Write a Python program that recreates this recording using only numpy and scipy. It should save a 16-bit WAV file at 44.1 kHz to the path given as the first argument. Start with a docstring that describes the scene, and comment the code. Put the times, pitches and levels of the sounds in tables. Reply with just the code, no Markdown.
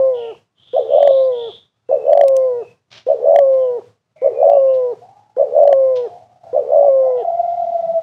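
"""Under a shed roof, a caged dove coos seven times, very close. A coo is a rolled "krr", a pulse train
that swells until it overloads the microphone, then a smooth tone that sinks and drops away; the first
is already under way. A second dove answers softly, then with a throbbing, amplitude-modulated call.
Small birds shrill further off, feathers rustle and a mouse button clicks. Roof and walls add
reverberation, and a noise gate lowers the hiss between the coos."""
import sys
import numpy as np
from scipy import signal
from scipy.fft import rfft, irfft, next_fast_len
from scipy.io import wavfile
from scipy.ndimage import uniform_filter1d, minimum_filter1d

SR = 44100
rng = np.random.default_rng(int(sys.argv[2]) if len(sys.argv) > 2 else 0)


def store_pcm(level_fs):
    """Save levels as 16-bit WAV."""
    pcm = np.round(np.clip(level_fs, -1, 1) * 32767).astype(np.int16)
    wavfile.write(sys.argv[1], SR, np.atleast_2d(pcm).T)


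N = 353682
TIME = np.arange(N) / SR

# Coos, with delays counted from each start:
# (start [s], first pulse [s], breath eases [s], air runs out [s], level of the soft ending [dB])
COOS = [(-.42, 0.023, 0.52, .722, -22), (.735, 0.033, .55, 0.74, -20.5), (1.892, 0.024, 0.57, 0.71, -18.5),
        (3.067, 0.022, .565, 0.7, -17.5), (4.219, .029, .545, .69, -16), (5.368, 0.018, 0.55, 0.68, -17.5),
        (6.531, .021, .54, 0.67, -16)]
# The opening roll, a push, a lull and a long swell: (delay [s], tone level [dB], pulse crest [dB])
ROLL = [(0, -19.5, -14), (.022, -12.5, -5.5), (.042, -26, -1), (.06, -33.5, -4.5), (.09, -34.5, -16),
        (.135, -36, -20), (.2, -25, -2), (.24, -25, -1), (.275, -10, -1), (.33, -8, -0.5)]
# Strongest pulses, at the climax of the rolls: (time [s], crest [dB])
SURGES = [(0.985, 0), (1.03, 1.5), (1.076, 2.03), (1.11, -0.3), (2.133, 0.57), (2.176, 0.93), (2.213, 2.4),
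          (2.238, 0.6), (3.362, 2.1), (3.39, 1.9), (4.5, 1.26), (4.536, 0.83), (4.572, -0.1), (5.636, 0.8),
          (5.677, 0.48), (5.729, 1.56), (6.795, -0.4), (6.884, -0.4)]
# Partials of the coo: (pitch multiple, flutter multiple, level re full voice [dB], growth [dB/dB])
PARTIALS = [(1, 1, -22.5, 0.56), (1, 2, -41, -0.45), (0, 1, -51.5, .4), (0, 2, -58.5, -0.5),
            (2, 0, -33, .15), (2, -1, -48, -0.096), (3, 0, -65, -1), (4, 0, -59, -0.33),
            (9, 0, -68.5, 0.23), (11, 0, -70, 0.38)]
# Husky noise in the throat: (frequency [Hz], relative level [dB])
RASP_SPECTRUM = [(30, -31.5), (120, -18.5), (280, -13.5), (420, 3), (560, 0.5), (700, 11), (820, 4),
                 (950, -11), (1100, -8.5), (1400, -24), (5000, -40.5), (8000, -47.5), (12000, -59.5)]
# The second dove's loud call: (time [s], pitch [Hz], undertone level [dB])
ANSWER = [(7.0, 663, -38), (7.07, 662.5, -16), (7.15, 679.6, -29.5), (7.25, 677.6, -20.5),
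          (7.55, 695.6, -27.5), (7.75, 680, -25.5), (7.95, 662.4, -27.5), (8.02, 659, -33.5)]
# Its soft far calls: (start [s], duration [s], first pitch [Hz], target pitch [Hz], level [dB])
FAR_NOTES = [(4.153, 0.15, 621.7, 620, -43), (5.012, 0.5, 680, 852, -37.5),
             (6.038, 0.51, 681.6, 722, -33.5), (6.43, 0.15, 692.6, 643, -35.5)]
# Small birds: (start [s], duration [s], first pitch [Hz], last pitch [Hz], bandwidth [Hz], level [dB])
SHRILLS = [(0.129, 0.23, 3250, 2634, 480, -42.5), (0.549, 0.36, 3300, 3476, 441, -42.5),
           (0.879, 0.33, 3150, 3572, 509, -39.5), (1.061, 0.22, 3500, 3840, 514, -41.5),
           (1.313, 0.37, 3350, 3527, 362, -37), (1.845, 0.32, 2680, 2554, 60, -55.5),
           (2.046, 0.095, 3000, 3030, 80, -60), (2.573, 0.2, 2640, 2540, 140.8, -54.5),
           (3.57, .14, 3250, 2820, 304, -56.5), (4.157, 0.17, 2280, 1992, 307, -49.5),
           (4.314, 0.19, 2440, 2457, 79, -56.5), (4.507, .11, 2700, 2894, 199.3, -52),
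           (4.664, 0.11, 2700, 3000, 290, -53), (5.95, .07, 3410, 3300, 695.4, -49.5),
           (7.162, 0.078, 3177, 3055, 814, -52)]
# Feather strokes: (start [s], duration [s], level [dB])
RUSTLES = [(2.903, 0.14, -41.5), (3.52, 0.042, -57.5), (4.735, 0.044, -56), (5.954, 0.039, -44.5),
           (7.305, 1, -64.5)]
# Feather friction: (frequency [Hz], relative level [dB])
RUSTLE_SPECTRUM = [(180, -50), (300, -18), (396, -9.5), (539, -28.5), (574, -3), (723, -9.5), (1560, -9),
                   (3600, -3), (5900, -12.5), (12000, -60), (15600, -91), (22000, -120)]
# Mouse button, down and up: (start [s], duration [s], level [dB])
CLICKS = [(2.282, 0.0058, -27.5), (2.3657, 0.0069, -27.5)]
# The button's snap: (frequency [Hz], relative level [dB])
CLICK_SPECTRUM = [(1200, -32), (2000, -1), (4000, -1.5), (6000, 4.5), (8500, 3), (11000, -9.5), (15500, -9)]
# Faint drone near the end: (start [s], duration [s], pitch [Hz], level [dB])
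DRONES = [(7.595, 0.19, 235, -51.5), (7.801, 0.18, 184, -43)]
# Ambient noise of the shed: (frequency [Hz], relative level [dB])
AIR_SPECTRUM = [(25, -34), (55, -21.5), (85, -4), (115, 2.5), (160, -2.5), (300, -9.5), (700, -10),
                (1300, -16.5), (2000, -20), (3400, -22.5), (5800, -25), (8000, -31), (12000, -41.5),
                (16000, -50)]


def dove(full_db=-9, flutter_hz=129, flutter_spread_hz=12, waver=.0016, blur_rad=.043):
    """Modulation: a nearly pure voice with faint flutter sidebands, husky in the roll and at low pitch."""
    hz, tone_db, crest_db = coo_contours()
    phase = phase_of(hz * (1 + waver * drift(31)))
    flutter = phase_of(flutter_hz + flutter_spread_hz * drift(27))
    build_up = np.hanning(SR // 200)   # the voice takes a couple of cycles to build up
    envelope = np.sqrt(2) * np.convolve(from_db(tone_db), build_up / build_up.sum(), "same")
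    # partials stand out fully only where the steady tone has taken over from the pulses
    clarity = np.clip(envelope / from_db(np.maximum(crest_db - 1.5, -27)), 0, 1) ** 2
    clarity = np.maximum(clarity, .33 * np.clip(envelope / from_db(-18), 0, 1))
    voice = envelope * np.cos(phase)
    for harmonic, sideband, db, growth in PARTIALS:
        level = from_db(full_db + db + growth * (tone_db - full_db) + (1 + .5 * harmonic) * drift(7.6))
        partial_phase = harmonic * (phase + blur_rad * drift(38)) + sideband * flutter
        voice += np.sqrt(2) * clarity * level * np.cos(partial_phase)
    pulses = roll(hz, phase, envelope, crest_db)
    pulse_power = np.abs(uniform_filter1d(pulses ** 2, SR // 100))
    # the rasp follows the pulse power and rises where the pitch is low
    slack = np.clip((470 - hz) / 70, 0, 1) * np.clip(envelope / from_db(-41.5), 0, 1)
    rasp = (from_db(-28) * pulse_power ** (1 / 4) + from_db(-39) * slack) * noise(RASP_SPECTRUM)
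    octave = from_db(-44) * high_pass(pulses ** 2, 700)
    return breath_limit(voice + pulses + rasp) + octave


def coo_contours(roll_hz=576.4, hz_per_db=7, drop_s=.028, drop_hz=85, drop_db=7):
    """Pitch follows effort and drops as the air runs out: curves of pitch, tone level and pulse crest."""
    tone, crests = [], []
    rolled = [(s, roll_hz + hz_per_db * crest, level) for s, level, crest in ROLL]
    onset = [(-.003, rolled[0][1], -88.5)]
    for start, _, ease_s, end_s, soft_db in COOS:
        held = held_tone(ease_s, end_s, soft_db)
        end, hz, db = held[-1]
        drop = [(end + drop_s / 2, hz - drop_hz / 3, db - drop_db / 3),
                (end + drop_s, hz - drop_hz, db - drop_db),
                (end + 2 * drop_s, hz - 2 * drop_hz, -90)]
        tone += [(start + s, pitch, level) for s, pitch, level in onset + rolled + held + drop]
        crests += [(start + s, crest) for s, _, crest in ROLL] + [(start + .5, -60), (start + 1, -60)]
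    return curves(tone) + curves(crests)


def held_tone(ease_s, end_s, soft_db, from_s=.37, held_hz=542.6, held_db=-9.5, step_s=.06):
    """Exponential decay, stepping down as the breath eases: (delay [s], pitch [Hz], level [dB])."""
    slow_db_per_s, fast_db_per_s, sag_hz_per_s, hz_per_db = 17, 42, 75, 3.5
    s = np.array([from_s, ease_s, ease_s + step_s, end_s])
    db = np.array([held_db, held_db - slow_db_per_s * (s[1] - s[0]),
                   soft_db, soft_db - fast_db_per_s * (s[3] - s[2])])
    hz = held_hz - sag_hz_per_s * (s - from_s) + hz_per_db * (db - held_db)
    return list(zip(s, hz, db))


def roll(hz, phase, envelope, crest_db, rise_s=.0034, fall_s=.0055, slip_rad=1.6, choke=.45):
    """Phase locking: pulses start sharp and sag in pitch, and lock to the tone once it is strong."""
    lift_hz, push_hz, scatter_hz, sag_hz_per_s, lock_share = 35, 135, 22, 8500, .36
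    out = np.zeros(N)
    for s, db in roll_pulses(crest_db):
        i, centre = near(s, .02), int(s * SR)
        t = TIME[i] - s
        tone_share = min(envelope[centre] / from_db(db), 1)
        pulse_hz = hz[centre] + lift_hz + push_hz * tone_share + scatter_hz * rng.standard_normal()
        chirp = 2 * np.pi * (pulse_hz - sag_hz_per_s * t / 2) * t
        offset = phase[centre] + slip_rad * max(1 - tone_share / lock_share, 0) * rng.standard_normal()
        window = np.exp(-(t / np.where(t < 0, rise_s, fall_s)) ** 2)
        out[i] += from_db(db) * (1 - tone_share) * window * np.cos(chirp + offset)
        # the tone is choked for an instant just ahead of the pulse
        out[i] -= choke * envelope[i] * np.exp(-((t + .0058) / .0026) ** 2) * np.cos(phase[i])
    return out


def roll_pulses(crest_db, gaps_s=(.0141, .0093), quicken_s=(.18, .28), surge_gap_s=.019):
    """A pulse train that quickens up to the first surge, then beats slower: (time [s], crest [dB])."""
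    jitter_s, scatter_db, ceiling_db = .0004, .65, -.4
    pulses = []
    for start, first_s, *_ in COOS[1:]:
        surges = [row for row in SURGES if start < row[0] < start + .5]
        climax, times = surges[0][0], [start + first_s]
        while times[-1] < climax - gaps_s[1] / 2:
            times.append(times[-1] + np.interp(times[-1] - start, quicken_s, gaps_s))
        # the train runs evenly into the first surge
        times = list(np.interp(times[:-1], (times[0], times[-1]), (times[0], climax)))
        for (previous, _), (s, _) in zip(surges, surges[1:]):
            beats = max(round((s - previous) / surge_gap_s), 1)
            times += list(np.linspace(previous, s, beats + 1)[1:-1])
        for s, (late, louder) in zip(times, rng.standard_normal(size=(40, 2))):
            db = min(crest_db[int(s * SR)] + scatter_db * louder, ceiling_db)
            pulses.append((s + jitter_s * late, db))
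        pulses += surges
    return pulses


def breath_limit(voice, ceiling_db=-.66, surge_s=.006):
    """Amplitude limiting: the voice is held to a ceiling that lifts only in the surges."""
    reach_db = np.full(N, ceiling_db, float)
    for s, db in SURGES:
        i = near(s, 3 * surge_s)
        reach_db[i] += max(db - ceiling_db, 0) * np.exp(-((TIME[i] - s) / surge_s) ** 4)
    envelope = np.abs(signal.hilbert(voice, next_fast_len(N)))[:N]
    gain = minimum_filter1d(np.minimum(from_db(reach_db) / (envelope + 1e-9), 1), SR // 400)
    return voice * uniform_filter1d(uniform_filter1d(gain, SR // 500), SR // 500)


def gulps(delay_s=.043, length_s=.013, hz=835, db=-41):
    """A transient in the throat: a tiny, dull tick once the air has run out."""
    ticks = sum(swell(start + end_s + delay_s, length_s, skew=.6) for start, _, _, end_s, _ in COOS)
    return from_db(db) * ticks * noise_band(2 * np.pi * hz * TIME, width_hz=350)


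def second_dove(throat_hz=(520, 950), rough_lift_hz=25, scatter_hz=8, slip_rad=.6):
    """Source and filter: far calls, then throbs over a rough undertone, pass the throat's one band."""
    hz, under_db = curves([(ANSWER[0][0] - .05, ANSWER[0][1], -120), *ANSWER])
    phase = phase_of(hz)
    roughness = noise_band(phase_of(hz + rough_lift_hz), width_hz=125)
    call = from_db(under_db) * (.5 * np.cos(phase) + .8 * roughness)
    for (s, db, length), (detune, offset) in zip(throbs(), rng.standard_normal(size=(30, 2))):
        i = near(s, 2 * length)
        t = TIME[i] - s
        throb_phase = phase[i] + 2 * np.pi * scatter_hz * detune * t + slip_rad * offset
        call[i] += from_db(db) * np.exp(-(t / (.62 * length)) ** 2) * np.cos(throb_phase)
    call = signal.sosfilt(signal.butter(2, throat_hz, "band", fs=SR, output="sos"), call + far_calls())
    calling = np.clip(from_db(under_db + 29), 0, 1)
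    overtones = sum(noise_band(k * phase, width_hz=55) * 2 / k for k in (2, 3))
    octave = from_db(-38) * high_pass(call ** 2, 900)
    return call + octave + from_db(-59) * calling * overtones


def throbs(start_s=7.23, end_s=7.972, fast_gap_s=.023, last_gap_s=.07385, duty=.61):
    """Amplitude modulation that ends slower, louder and more even: (time [s], crest [dB], length [s])."""
    crest_db, slow_gain_db, scatter_db, jitter_s = -14, 5, 3, .005
    slowness = .65 ** np.arange(30)   # counted back from the last throb
    gaps = fast_gap_s + (last_gap_s - fast_gap_s) * slowness
    late, louder = (1 - slowness) * rng.standard_normal((2, len(gaps)))
    times = end_s - np.cumsum(gaps) + gaps + jitter_s * late
    crests = crest_db + slow_gain_db * slowness + scatter_db * louder
    return [row for row in zip(times, crests, duty * gaps) if row[0] > start_s]


def far_calls(ramp_s=.011, fade_db_per_s=34, glide_s=.1):
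    """Exponential glide and decay: soft notes in a haze of noise slide towards a pitch and die away."""
    out = np.zeros(N)
    for s, length, first_hz, target_hz, db in FAR_NOTES:
        i = near(s + length / 2, length / 2)
        t = TIME[i] - s
        level = from_db(db - fade_db_per_s * t) * np.clip(np.minimum(t, length - t) / ramp_s, 0, 1)
        phase = phase_of(target_hz + (first_hz - target_hz) * np.exp(-t / glide_s))
        out[i] += level * (.87 * np.cos(phase) + .8 * noise_band(phase, width_hz=190))
    return out


def small_birds(skew=.75):
    """Bandwidth sets timbre: wide gliding bands are harsh cries, narrow ones thin whistles."""
    out = np.zeros(N)
    for s, length, first_hz, last_hz, width_hz, db in SHRILLS:
        i = near(s + length / 2, length / 2)
        arch = np.sin(np.pi * np.linspace(0, 1, len(i)) ** skew)
        glide = phase_of(np.linspace(first_hz, last_hz, len(i)))
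        out[i] += from_db(db) * arch * noise_band(glide, width_hz)
    return out


def feathers(grain_db=3):
    """Friction noise: feathers brush in grainy strokes."""
    strokes = sum(from_db(db) * swell(s, length, skew=.6) for s, length, db in RUSTLES)
    return strokes * noise(RUSTLE_SPECTRUM) * from_db(grain_db * drift(200))


def mouse_button():
    """Broadband transients: the button snaps down and up."""
    snaps = sum(from_db(db) * swell(s, length, skew=.18) for s, length, db in CLICKS)
    return snaps * noise(CLICK_SPECTRUM)


def low_drone(width_hz=30):
    """Narrowband noise, heard as a low tone in two soft swells."""
    return sum(from_db(db) * swell(s, length, skew=.79) * noise_band(2 * np.pi * hz * TIME, width_hz)
               for s, length, hz, db in DRONES)


def shed_echoes(x, t60_s, dull_hz, delay_s=.012):
    """Reverberation: diffuse reflections from roof and walls decay exponentially."""
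    t = np.arange(SR) / SR
    tail = rng.standard_normal(SR) * from_db(-60 * t / t60_s) * (t > delay_s)
    tail /= np.sqrt(np.sum(tail ** 2))
    tail = signal.sosfilt(signal.butter(1, dull_hz, fs=SR, output="sos"), tail)
    return signal.fftconvolve(x, tail)[:N]


def shed_air(hum_hz=112):
    """The noise floor: a broadband hiss and a wavering hum."""
    hiss = from_db(-55.5) * noise(AIR_SPECTRUM)
    return hiss + from_db(-59.5) * noise_band(phase_of(np.full(N, hum_hz)), width_hz=17)


def noise_gate(x, shut_db=-54, open_db=-38, depth_db=18, release_db_per_s=150):
    """Downward expansion: the gain rises at once with a loud sound and sinks slowly after it."""
    level_db = 10 * np.log10(np.abs(uniform_filter1d(x ** 2, SR // 120)) + 1e-12)
    release_db = release_db_per_s * TIME
    held_db = np.maximum.accumulate(level_db + release_db, axis=-1) - release_db
    return x * from_db(-depth_db * np.clip((open_db - held_db) / (open_db - shut_db), 0, 1))


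def from_db(db):
    """Amplitude ratio of a level in decibels."""
    return 10 ** (np.asarray(db) / 20)


def unit_power(x):
    """Normalisation to a mean square of one."""
    return x / np.sqrt(np.mean(x ** 2) + 1e-20)


def curves(rows):
    """Linear interpolation over time, one curve per value column."""
    s, *columns = np.transpose(sorted(map(tuple, rows)))
    return [np.interp(TIME, s, column) for column in columns]


def phase_of(hz):
    """Phase as the integral of frequency."""
    return 2 * np.pi * np.cumsum(hz) / SR


def drift(hz, count=N):
    """Random fluctuation: low-passed noise of unit power."""
    white = rng.standard_normal(count + SR)
    return unit_power(signal.sosfilt(signal.butter(2, hz, fs=SR, output="sos"), white)[SR:])


def noise_band(phase, width_hz):
    """Random quadrature modulation spreads a tone into a band."""
    in_phase, quadrature = drift(width_hz / 2, len(phase)), drift(width_hz / 2, len(phase))
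    return (in_phase * np.cos(phase) + quadrature * np.sin(phase)) / np.sqrt(2)


def noise(spectrum):
    """Spectral shaping of white noise, at unit power."""
    hz, db = np.transpose(spectrum)
    size = next_fast_len(N)
    bins_hz = np.maximum(np.fft.rfftfreq(size, 1 / SR), 1)
    gain = from_db(np.interp(np.log(bins_hz), np.log(hz), db))
    return unit_power(irfft(rfft(rng.standard_normal(size)) * gain, size)[:N])


def swell(s, length, skew):
    """An arched envelope; a skew under 1 brings its top forward."""
    return np.sin(np.pi * np.clip((TIME - s) / length, 0, 1) ** skew)


def near(s, reach_s):
    """A time window: sample indices around a moment."""
    return np.arange(*np.clip([int((s - reach_s) * SR), int((s + reach_s) * SR)], 0, N))


def high_pass(x, hz):
    """Fourth-order attenuation of the low frequencies."""
    return signal.sosfilt(signal.butter(4, hz, "high", fs=SR, output="sos"), x)


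def scene():
    """Superposition: the doves are mostly direct sound; small birds and feathers reverberate more."""
    doves = dove() + gulps() + second_dove()
    others = small_birds() + feathers()
    echoes = from_db(-18.5) * shed_echoes(doves, t60_s=.42, dull_hz=3000)
    echoes += from_db(-4) * shed_echoes(others, t60_s=.5, dull_hz=7000)
    return (doves + others + echoes + shed_air() + low_drone() + mouse_button())[None]


def record(dry, fade_in_s=.001, cutoff_hz=15700):
    """Overload: after the noise gate the loudest pulses clip, and a low-pass cuts off the top."""
    gated = noise_gate(dry) * np.minimum(TIME / fade_in_s, 1)
    clipped = np.clip(gated, -1, 1)
    return signal.sosfilt(signal.ellip(10, .1, 80, cutoff_hz, fs=SR, output="sos"), clipped)


dry = scene()
out = record(dry)
store_pcm(out)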